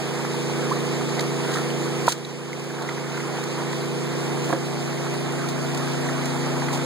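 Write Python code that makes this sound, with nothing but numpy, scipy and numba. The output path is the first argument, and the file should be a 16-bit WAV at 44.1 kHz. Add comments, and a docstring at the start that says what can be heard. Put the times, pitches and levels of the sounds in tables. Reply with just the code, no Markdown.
"""A small dredge engine drones on a creek bank: its periodic firing gives a harmonic series over a
throbbing clatter. The creek babbles and fizzes by the resonance of countless air bubbles. A suction hose
worked through the shallows gulps air, plops, splashes and spits, and its nozzle knocks on the bed.
A widened stereo microphone drifts between two spots and ducks its gain after the loud moments."""
import sys
import numpy as np
from scipy import signal
from scipy.fft import rfft, irfft, next_fast_len
from scipy.io import wavfile
from scipy.ndimage import uniform_filter1d, map_coordinates
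from numba import njit

SR = 44100
rng = np.random.default_rng(int(sys.argv[2]) if len(sys.argv) > 2 else 0)


def wrap_up_sound(samples):
    """Save the sound to the file named by the first command line argument, as 16-bit audio."""
    columns = np.atleast_2d(samples).T
    # keep every value between -1 and 1, then stretch to whole-number steps
    tamed = np.clip(columns, -1, 1)
    steps = np.round(tamed * 32767).astype(np.int16)
    wavfile.write(sys.argv[1], SR, steps)


N = 302085
TIME = np.arange(N) / SR


def amp(db):
    """Amplitude ratio of a level in decibels."""
    return 10 ** (np.asarray(db) / 20)


def unit(x):
    """Normalisation to rms 1."""
    return x / np.sqrt(np.mean(x ** 2) + 1e-20)


def along(points, hz):
    """Interpolation of (Hz, value) points on a logarithmic frequency axis."""
    freqs, values = np.transpose(points)
    return np.interp(np.log(hz + 1), np.log(freqs + 1), values)


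def wobble(rate):
    """Slow random modulation: a spline through rate knots a second."""
    knots = rng.standard_normal(int(N * rate / SR) + 4)
    return map_coordinates(knots, [TIME * rate], mode="nearest")


def filtered(x, response):
    """Linear filtering: the spectrum is multiplied by a frequency response."""
    size = next_fast_len(N + 8192)
    return irfft(rfft(x, size) * response(np.fft.rfftfreq(size, 1 / SR)), size)[..., :N]


def passed(x, kind, hz):
    """Second-order filtering with a flat passband."""
    return signal.sosfilt(signal.butter(2, hz, kind, fs=SR, output="sos"), x)


def add(track, start_s, sound):
    """Superposition of a short sound on a track."""
    part = track[..., round(start_s * SR):][..., :sound.shape[-1]]
    part += sound[..., :part.shape[-1]]


def drift(start_s=1.9, end_s=6.3):
    """Accelerating motion: the microphone's share of the way from the first spot to the second."""
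    return np.clip((TIME - start_s) / (end_s - start_s), 0, 1) ** 2.4


# Each row: frequency in Hz, correlation of the two microphone ports.
COHERENCE = [(60, 0.7), (150, 0.84), (400, 0.88), (800, 0.65), (1400, 0), (2200, 0.16), (5000, 0.068),
             (12000, 0)]

def at_ports(pair, spectrum):
    """Spatial coherence: two close ports hear long waves alike, short ones independently; rms 1."""
    def response(hz):
        angle = np.arccos(np.clip(along(COHERENCE, hz), -1, 1)) / 2
        return amp(along(spectrum, hz)) * [np.cos(angle), np.sin(angle)]
    mid, side = filtered(pair, response)
    return unit(np.array([mid + side, mid - side]))


def rumble(level_db=-75, lumps_db=4.5):
    """Antiphase noise: a faint, uneven rumble, opposite in the two channels."""
    low = unit(filtered(rng.standard_normal(N), lambda hz: 1 / (1 + (hz / 90) ** 4)))
    return amp(level_db + lumps_db * wobble(9)) * low * np.array([[1], [-1]])


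def bubble(t, hz, t60, swell_s, rise=0.068):
    """Bubble resonance: trapped air rings, its pitch rising by the share rise per t60 as it surfaces."""
    envelope = amp(-60 * t / t60) * (1 - np.exp(-t / swell_s))
    return envelope * np.sin(2 * np.pi * hz * t * (1 + rise * t / t60 / 2))


def swarm(low_hz, high_hz, cycles, spread_db, count, samples):
    """Incoherent summation: bubbles ring at random moments in two independent streams; rms 1."""
    when, pitch, strength, stream = rng.random((count, 4)).T[..., None]
    hz = low_hz * (high_hz / low_hz) ** pitch
    gain = amp(-spread_db * np.log(1 - .98 * strength)) * np.sqrt(hz)
    rings = gain * bubble(np.arange(samples) / SR, hz, t60=cycles / hz, swell_s=.5 / hz, rise=0.17)
    place = (when * (N - samples)).astype(int) + np.arange(samples) + N * (stream > .5)
    return unit(np.bincount(place.ravel(), rings.ravel(), 2 * N).reshape(2, N))


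def patchy_noise(depth_db):
    """Random modulation in time and frequency: two white noises share patches of gain."""
    spectra = signal.stft(rng.standard_normal((2, N)), nperseg=512)[2]
    patches = rng.standard_normal(spectra.shape[1:])
    for axis in (0, 1):
        patches = uniform_filter1d(patches, size=7, axis=axis)
    return unit(signal.istft(spectra * amp(depth_db * unit(patches)), nperseg=512)[1][:, :N])


# Spectra of large and of tiny bubbles. Each row: frequency in Hz, relative density in dB.
BABBLE_SPECTRUM = [(100, -14.5), (350, 5), (590, 3), (700, 1.5), (1000, 0), (1400, -2.5), (2000, -6),
                   (2700, -12.5), (5000, -24.5), (12000, -59)]
FIZZ_SPECTRUM = [(500, -7), (1500, -1.5), (2300, 7), (3300, 2.5), (4300, 2), (6500, 0.5), (8000, -1),
                 (10000, -6), (13000, -15), (15500, -19)]
# A hand stirs the shallows. Each row: time of the peak in seconds, swell of the babble in dB.
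STIRS = [(.7, 1), (1.55, 2.5), (2.84, 3.8), (3.1, 1), (3.33, 3), (3.62, 2), (4.25, 1), (5.4, 1.5)]

def creek(babble_db=-34.5, fizz_db=-38.5, stir_s=0.1):
    """Resonance falls with size: large bubbles babble, tiny ones fizz, louder as the microphone nears."""
    nearness = drift()
    stir_db = sum(db * np.exp(-((TIME - peak) / stir_s) ** 2) for peak, db in STIRS)
    surge_db = -0.24 * wobble(5.2)
    large = swarm(649, 2440, cycles=14, spread_db=4, count=1800, samples=1000)
    tiny = swarm(2260, 13400, cycles=18, spread_db=2.5, count=9000, samples=200)
    babble = at_ports(patchy_noise(depth_db=1.47) + 0.11 * large, BABBLE_SPECTRUM)
    fizz = at_ports(patchy_noise(depth_db=1.4) + 0.24 * tiny, FIZZ_SPECTRUM)
    babble *= amp(babble_db + 2 * nearness + stir_db + surge_db)
    fizz *= amp(fizz_db + 0.45 * nearness + 0.07 * stir_db + surge_db + 0.5 * wobble(12))
    return babble + fizz


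# Low glugs and high plinks. Each row: start in seconds, level in dB, pitch in Hz.
BUBBLES = [(.7235, -17, 345), (.769, -21, 438), (.804, -17, 437), (4.491, -14, 315), (4.511, -17, 323),
           (4.535, -17, 530), (4.566, -27, 900), (1.191, -21, 2060), (1.193, -29, 3960), (1.558, -23, 1200),
           (1.57, -24, 1800), (1.584, -24, 1360), (1.703, -18.5, 2940), (2.249, -20.5, 3850),
           (2.53, -16, 2110), (2.8884, -15.5, 2030), (3.144, -25, 1520), (3.203, -21, 2020),
           (3.7295, -21, 1000), (4.974, -25, 2130), (5.441, -23, 1300), (6.064, -26, 1490)]

def single_bubbles(t, t60_at_1khz=0.025):
    """Damping grows with frequency: the smaller a bubble, the sooner its ring dies."""
    track = np.zeros(N)
    for start, db, hz in BUBBLES:
        t60 = t60_at_1khz * (hz / 1000) ** -0.35
        add(track, start, amp(db) * bubble(t, hz, t60, swell_s=1 / hz))
    return track


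# Spits of spray, and at 4.528 s the click of the nozzle striking the bed. Each row: start in seconds, level in
# dB, length in seconds.
SPITS = [(1.207, -31, 0.0085), (1.53, -38, 0.079), (2.067, -28, 0.01), (2.083, -22, 0.047),
         (2.12, -19, 0.0083), (2.822, -31, 0.0049), (3.173, -34, 0.005), (3.437, -30.5, 0.0056),
         (3.73, -37, 0.0031), (4.44, -41, 0.05), (4.528, -33, 0.0038), (5.14, -32, 0.0034),
         (5.486, -35, 0.021), (5.746, -28.5, 0.0051), (5.773, -32, 0.0096), (5.92, -53, 0.06),
         (6.255, -30, 0.0068), (6.727, -34, 0.041)]
# Spectrum of the droplets. Each row: frequency in Hz, relative density in dB.
DROPLET_SPECTRUM = [(500, -10), (2000, 3), (4000, 2.5), (8000, 2.5), (12000, -10.5), (15500, -14)]

def spray(t, fleck_count=14, attack_s=0.00076):
    """Brief bursts are broadband: spits, a tick as each single bubble is trapped, faint random flecks."""
    ticks = [(start, db - 14.5, 0.0022) for start, db, _ in BUBBLES]
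    flecks = [(when * N / SR, -41 + 6 * strength, 0.006)
              for when, strength in rng.random((fleck_count, 2))]
    envelope = np.zeros(N)
    for start, db, length in [*SPITS, *ticks, *flecks]:
        add(envelope, start, amp(db) * (1 - np.exp(-t / attack_s)) * np.exp(-(t / length) ** 2))
    return envelope * at_ports(rng.laplace(size=(2, N)), DROPLET_SPECTRUM)


# Splashes round hand and hose. Each row: start in seconds, level in dB, length in seconds, pitch in Hz.
SPLASHES = [(0.248, -30, 0.007, 845), (1.193, -31.5, 0.0096, 4000), (1.207, -35, 0.0056, 4600),
            (1.54, -32, 0.0059, 4300), (2.25, -38, 0.0073, 4370), (2.699, -34, 0.0085, 1890),
            (2.786, -34.5, 0.0046, 1690), (2.891, -28, 0.0046, 1680), (2.977, -34, 0.0048, 1700),
            (3.174, -28, 0.0043, 1710), (3.203, -44, 0.0061, 1400), (3.729, -31, 0.0041, 1890),
            (5.066, -29, 0.00513, 1400), (5.336, -34, 0.026, 937), (5.487, -33, 0.0032, 4600),
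            (6.088, -33.5, 0.013, 1500), (6.62, -31.5, 0.0094, 990), (6.685, -31.5, 0.007, 1800)]

def splashes(t, count=14, scatter_octaves=0.55, cycles=9.4):
    """Air entrainment: each wavelet breaks into a cluster of short-lived bubbles, densest at first."""
    track = np.zeros(N)
    for start, db, length, middle_hz in SPLASHES:
        when, strength = rng.random((2, count, 1))
        hz = middle_hz * 2 ** (scatter_octaves * np.clip(rng.standard_normal((count, 1)), -2, 2))
        age = np.maximum(t - length * when ** 2, 0)
        rings = bubble(age, hz, t60=cycles / hz, swell_s=.2 / hz)
        cluster = np.sum(strength * np.sqrt(hz) * rings, axis=0)
        rms = np.sqrt(np.sum(cluster ** 2) / (length * SR))
        add(track, start, amp(db) * cluster / rms)
    return track


def gulp(t, start_s=0.7108, peak_db=-19.5, from_hz=915, octaves_per_s=26, swell_s=0.01, t60=0.038):
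    """A gliding resonance: air gulped by the nozzle swells, shoots up an octave and breaks off."""
    hz = from_hz * 2 ** np.minimum(octaves_per_s * t, 1)
    shape_db = np.minimum(10 * (t / swell_s - 1), -60 * (t - swell_s) / t60)
    track = np.zeros(N)
    add(track, start_s, amp(peak_db + shape_db) * np.sin(2 * np.pi * np.cumsum(hz) / SR))
    return track


# Rings of the cavity. Each row: delay in seconds, level in dB, pitch in Hz, t60 in seconds.
CAVITY_RINGS = [(0, -1.5, 830, .0065), (0.0021, -4.5, 935, 0.019), (0.0001, -13, 1300, 0.01),
                (0, -14, 720, 0.018), (0.0021, -23, 1750, 0.012), (0.0105, -17, 950, 0.015)]

def plop(t, start_s=2.0797):
    """Cavity collapse: the hose mouth slaps the surface, and the hollow rings as it closes."""
    track = np.zeros(N)
    for delay, db, hz, t60 in CAVITY_RINGS:
        add(track, start_s + delay, amp(db) * bubble(t, hz, t60, swell_s=0.00026, rise=0.02))
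    return track


# Modes of the nozzle. Each row: frequency in Hz, level in dB, t60 in seconds.
NOZZLE_MODES = [(322.5, -10.5, 0.098), (533, -17.5, 0.18), (700, -13.5, 0.042), (966, -28, 0.067),
                (1100, -26, 0.037), (1630, -26, 0.038)]
# The two contacts of one knock. Each row: start in seconds, gain in dB.
CONTACTS = [(4.497, -10), (4.528, -0.5)]

def knock(t, gravel_db=-24, gravel_t60=0.14):
    """Impact excites damped modes: the nozzle strikes the bed, and shifting gravel adds a dull tail."""
    modes = sum(amp(db - 60 * t / t60) * np.sin(2 * np.pi * hz * t) for hz, db, t60 in NOZZLE_MODES)
    track = np.zeros(N)
    for start, db in CONTACTS:
        gravel = unit(passed(rng.standard_normal(len(t)), "band", [250, 900]))
        add(track, start, amp(db) * (amp(gravel_db - 60 * t / gravel_t60) * gravel - modes))
    return track


def hose(left_db=-2):
    """Small sources radiate little bass: the rings round the hose lose their lows; spray lies on top."""
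    t = np.arange(SR // 4) / SR  # time within one event
    rings = single_bubbles(t) + splashes(t) + gulp(t) + plop(t) + knock(t)
    return passed(rings, "high", 220) * amp([[left_db], [0]]) + spray(t)


# Spectrum of engine and pump noise. Each row: frequency in Hz, relative density in dB.
CLATTER_SPECTRUM = [(20, -20), (60, -20), (110, -8), (240, -6), (335, 9.5), (420, 0), (510, 9.5), (590, -9),
                    (665, -1), (780, -9.5), (880, -4), (1300, -33), (2100, -12), (3000, -14), (8000, -48)]
# Its change of colour at the second spot. Each row: frequency in Hz, gain in dB.
SECOND_SPOT_COLOUR = [(180, -1), (260, 5.5), (350, -6), (500, -6), (660, 6), (1200, -4), (2200, -10)]

def clatter(firings, level_db=-37, throb_depth=0.25, buzz_above_hz=600):
    """Amplitude modulation: engine and pump noise throbs three times a firing; part of it repeats."""
    period = round(SR / 28.385)  # samples in a mean firing cycle
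    repeating = rng.standard_normal((2, period))[:, (firings % 1 * period).astype(int) % period]
    buzz = filtered(repeating, lambda hz: hz > buzz_above_hz)
    throb = 1 + throb_depth * np.cos(2 * np.pi * 3 * firings)
    first = at_ports(throb * (rng.standard_normal((2, N)) + 0.44 * buzz), CLATTER_SPECTRUM)
    second = filtered(first, lambda hz: amp(along(SECOND_SPOT_COLOUR, hz)))
    onward = drift()
    return amp(level_db) * ((1 - onward) * first + onward * second)


# Exhaust tones. Each row: multiple of the firing rate, then for each of the two spots
# left level in dB, right level in dB, phase lead of the left in radians.
HARMONICS = [(2, -48, -47, 3.1, -48, -48, 3.1), (3, -52, -54, -3.0, -53, -55, -3.0),
             (4, -53, -62, -1.8, -52, -62, -2.0), (5, -32, -36, -0.8, -28, -34, -1.3),
             (6, -39, -40, -0.8, -36, -38, -1.5), (7, -53, -50, -1.5, -53, -47, -2.2),
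             (8, -43, -35, -1.7, -42, -38, -2.0), (9, -38, -33, 3.3, -31.5, -35.5, 1.0),
             (10, -63, -44, 0.4, -54, -49, -0.2), (11, -52, -40, -0.5, -59, -42, -2.4),
             (12, -34.7, -38.7, -0.3, -36.5, -34.5, -0.6), (13, -56, -57, -0.6, -59, -54, -0.3),
             (14, -39, -33, -0.8, -40, -38, -1.3), (15, -44, -39, -1.0, -46, -42, -2.5),
             (16, -49, -47, -1.1, -60, -58, 0.5), (17, -40, -34, -1.0, -41, -36.5, -4.7),
             (18, -49, -43, -1.0, -56, -48, -5.4), (23, -50, -50, 0, -49, -49, 0),
             (26, -52, -52, 0, -52, -52, 0)]

def exhaust(firings, smear_cycles=0.12, flutter_db=0.5, waver_rad=0.028):
    """Periodic pulses form a harmonic series; dispersion in the pipe smears each pop into a putter."""
    onward = drift()
    drone = np.zeros((2, N))
    for order, *spots in HARMONICS:
        first, second = np.reshape(spots, (2, -1))
        left_db, right_db, lead = np.outer(first, 1 - onward) + np.outer(second, onward)
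        phase = 2 * np.pi * order * (firings - smear_cycles * order / 2) + waver_rad * wobble(11)
        peak = np.sqrt(2) * amp(np.array([left_db, right_db]) + flutter_db * wobble(6))
        drone += peak * np.sin([phase + lead / 2, phase - lead / 2])
    return drone


def widened(ports, from_hz=350, delay_s=16 / SR):
    """Inverted crossfeed widens the image: above the bass, each side subtracts the other, delayed."""
    feed = lambda hz: hz ** 2 / (hz ** 2 + from_hz ** 2) * np.exp(-2j * np.pi * hz * delay_s)
    return ports - filtered(ports[::-1], feed)


# Loudness of the engine. Each row: time in seconds, gain in dB.
ENGINE_GAIN = [(0, -2.5), (.7, 0.5), (1.4, 0), (3, -0.5), (4.6, 0.6), (6.85, 0)]
# Balance of water and clatter. Each row: time in seconds, lean to the right from 0 to 1.
RIGHT_LEAN = [(1.4, 0.2), (4.4, 0.24)]

def scene(firing_hz=28.385, low_cut_hz=70):
    """Superposition at the microphone: the exhaust drone, with water and clatter a little to the right."""
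    engine_gain = amp(np.interp(TIME, *np.transpose(ENGINE_GAIN)))
    lean = np.interp(TIME, *np.transpose(RIGHT_LEAN))
    firings = np.cumsum(firing_hz * (1 + 0.000755 * wobble(4.03))) / SR  # cycles elapsed
    rush = widened(engine_gain * clatter(firings) + creek() + hose())
    rush = passed(rush, "high", low_cut_hz)
    return engine_gain * exhaust(firings) + rush + np.array([-lean, lean]) * rush.mean(axis=0)


@njit
def held(demand, hold_samples, decay):
    """Peak hold: each new high is followed at once, held, then left to sink exponentially."""
    out, level, wait = np.zeros(len(demand)), 0., 0.
    for i in range(len(demand)):
        wait -= 1
        if demand[i] > level:
            level, wait = demand[i], hold_samples
        elif wait < 0:
            level *= decay
        out[i] = level
    return out


def smoothed(x, seconds):
    """Exponential averaging with one time constant."""
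    step = 1 / (seconds * SR)
    return signal.lfilter([step], [1, step - 1], x)


def gain_control(x, threshold_db=-20, slope=0.89, attack_s=0.0061, hold_s=0.34, release_s=0.94):
    """Compression: power above a threshold turns the gain down; it waits, then creeps back."""
    power = smoothed(np.mean(x ** 2, axis=0), seconds=0.0091)
    over_db = np.maximum(10 * np.log10(power + 1e-12) - threshold_db, 0)
    cut_db = held(slope * over_db, hold_s * SR, np.exp(-1 / (release_s * SR)))
    return x * amp(-smoothed(cut_db, attack_s))


def record(dry, ceiling=0.92, top_hz=15750):
    """Compression, soft saturation and a band limit act in turn on the scene and the rumble."""
    ducked = gain_control(dry + rumble())
    saturated = ducked / (1 + (ducked / ceiling) ** 6) ** (1 / 6)
    return filtered(saturated, lambda hz: hz < top_hz)


dry = scene()
out = record(dry)
wrap_up_sound(out)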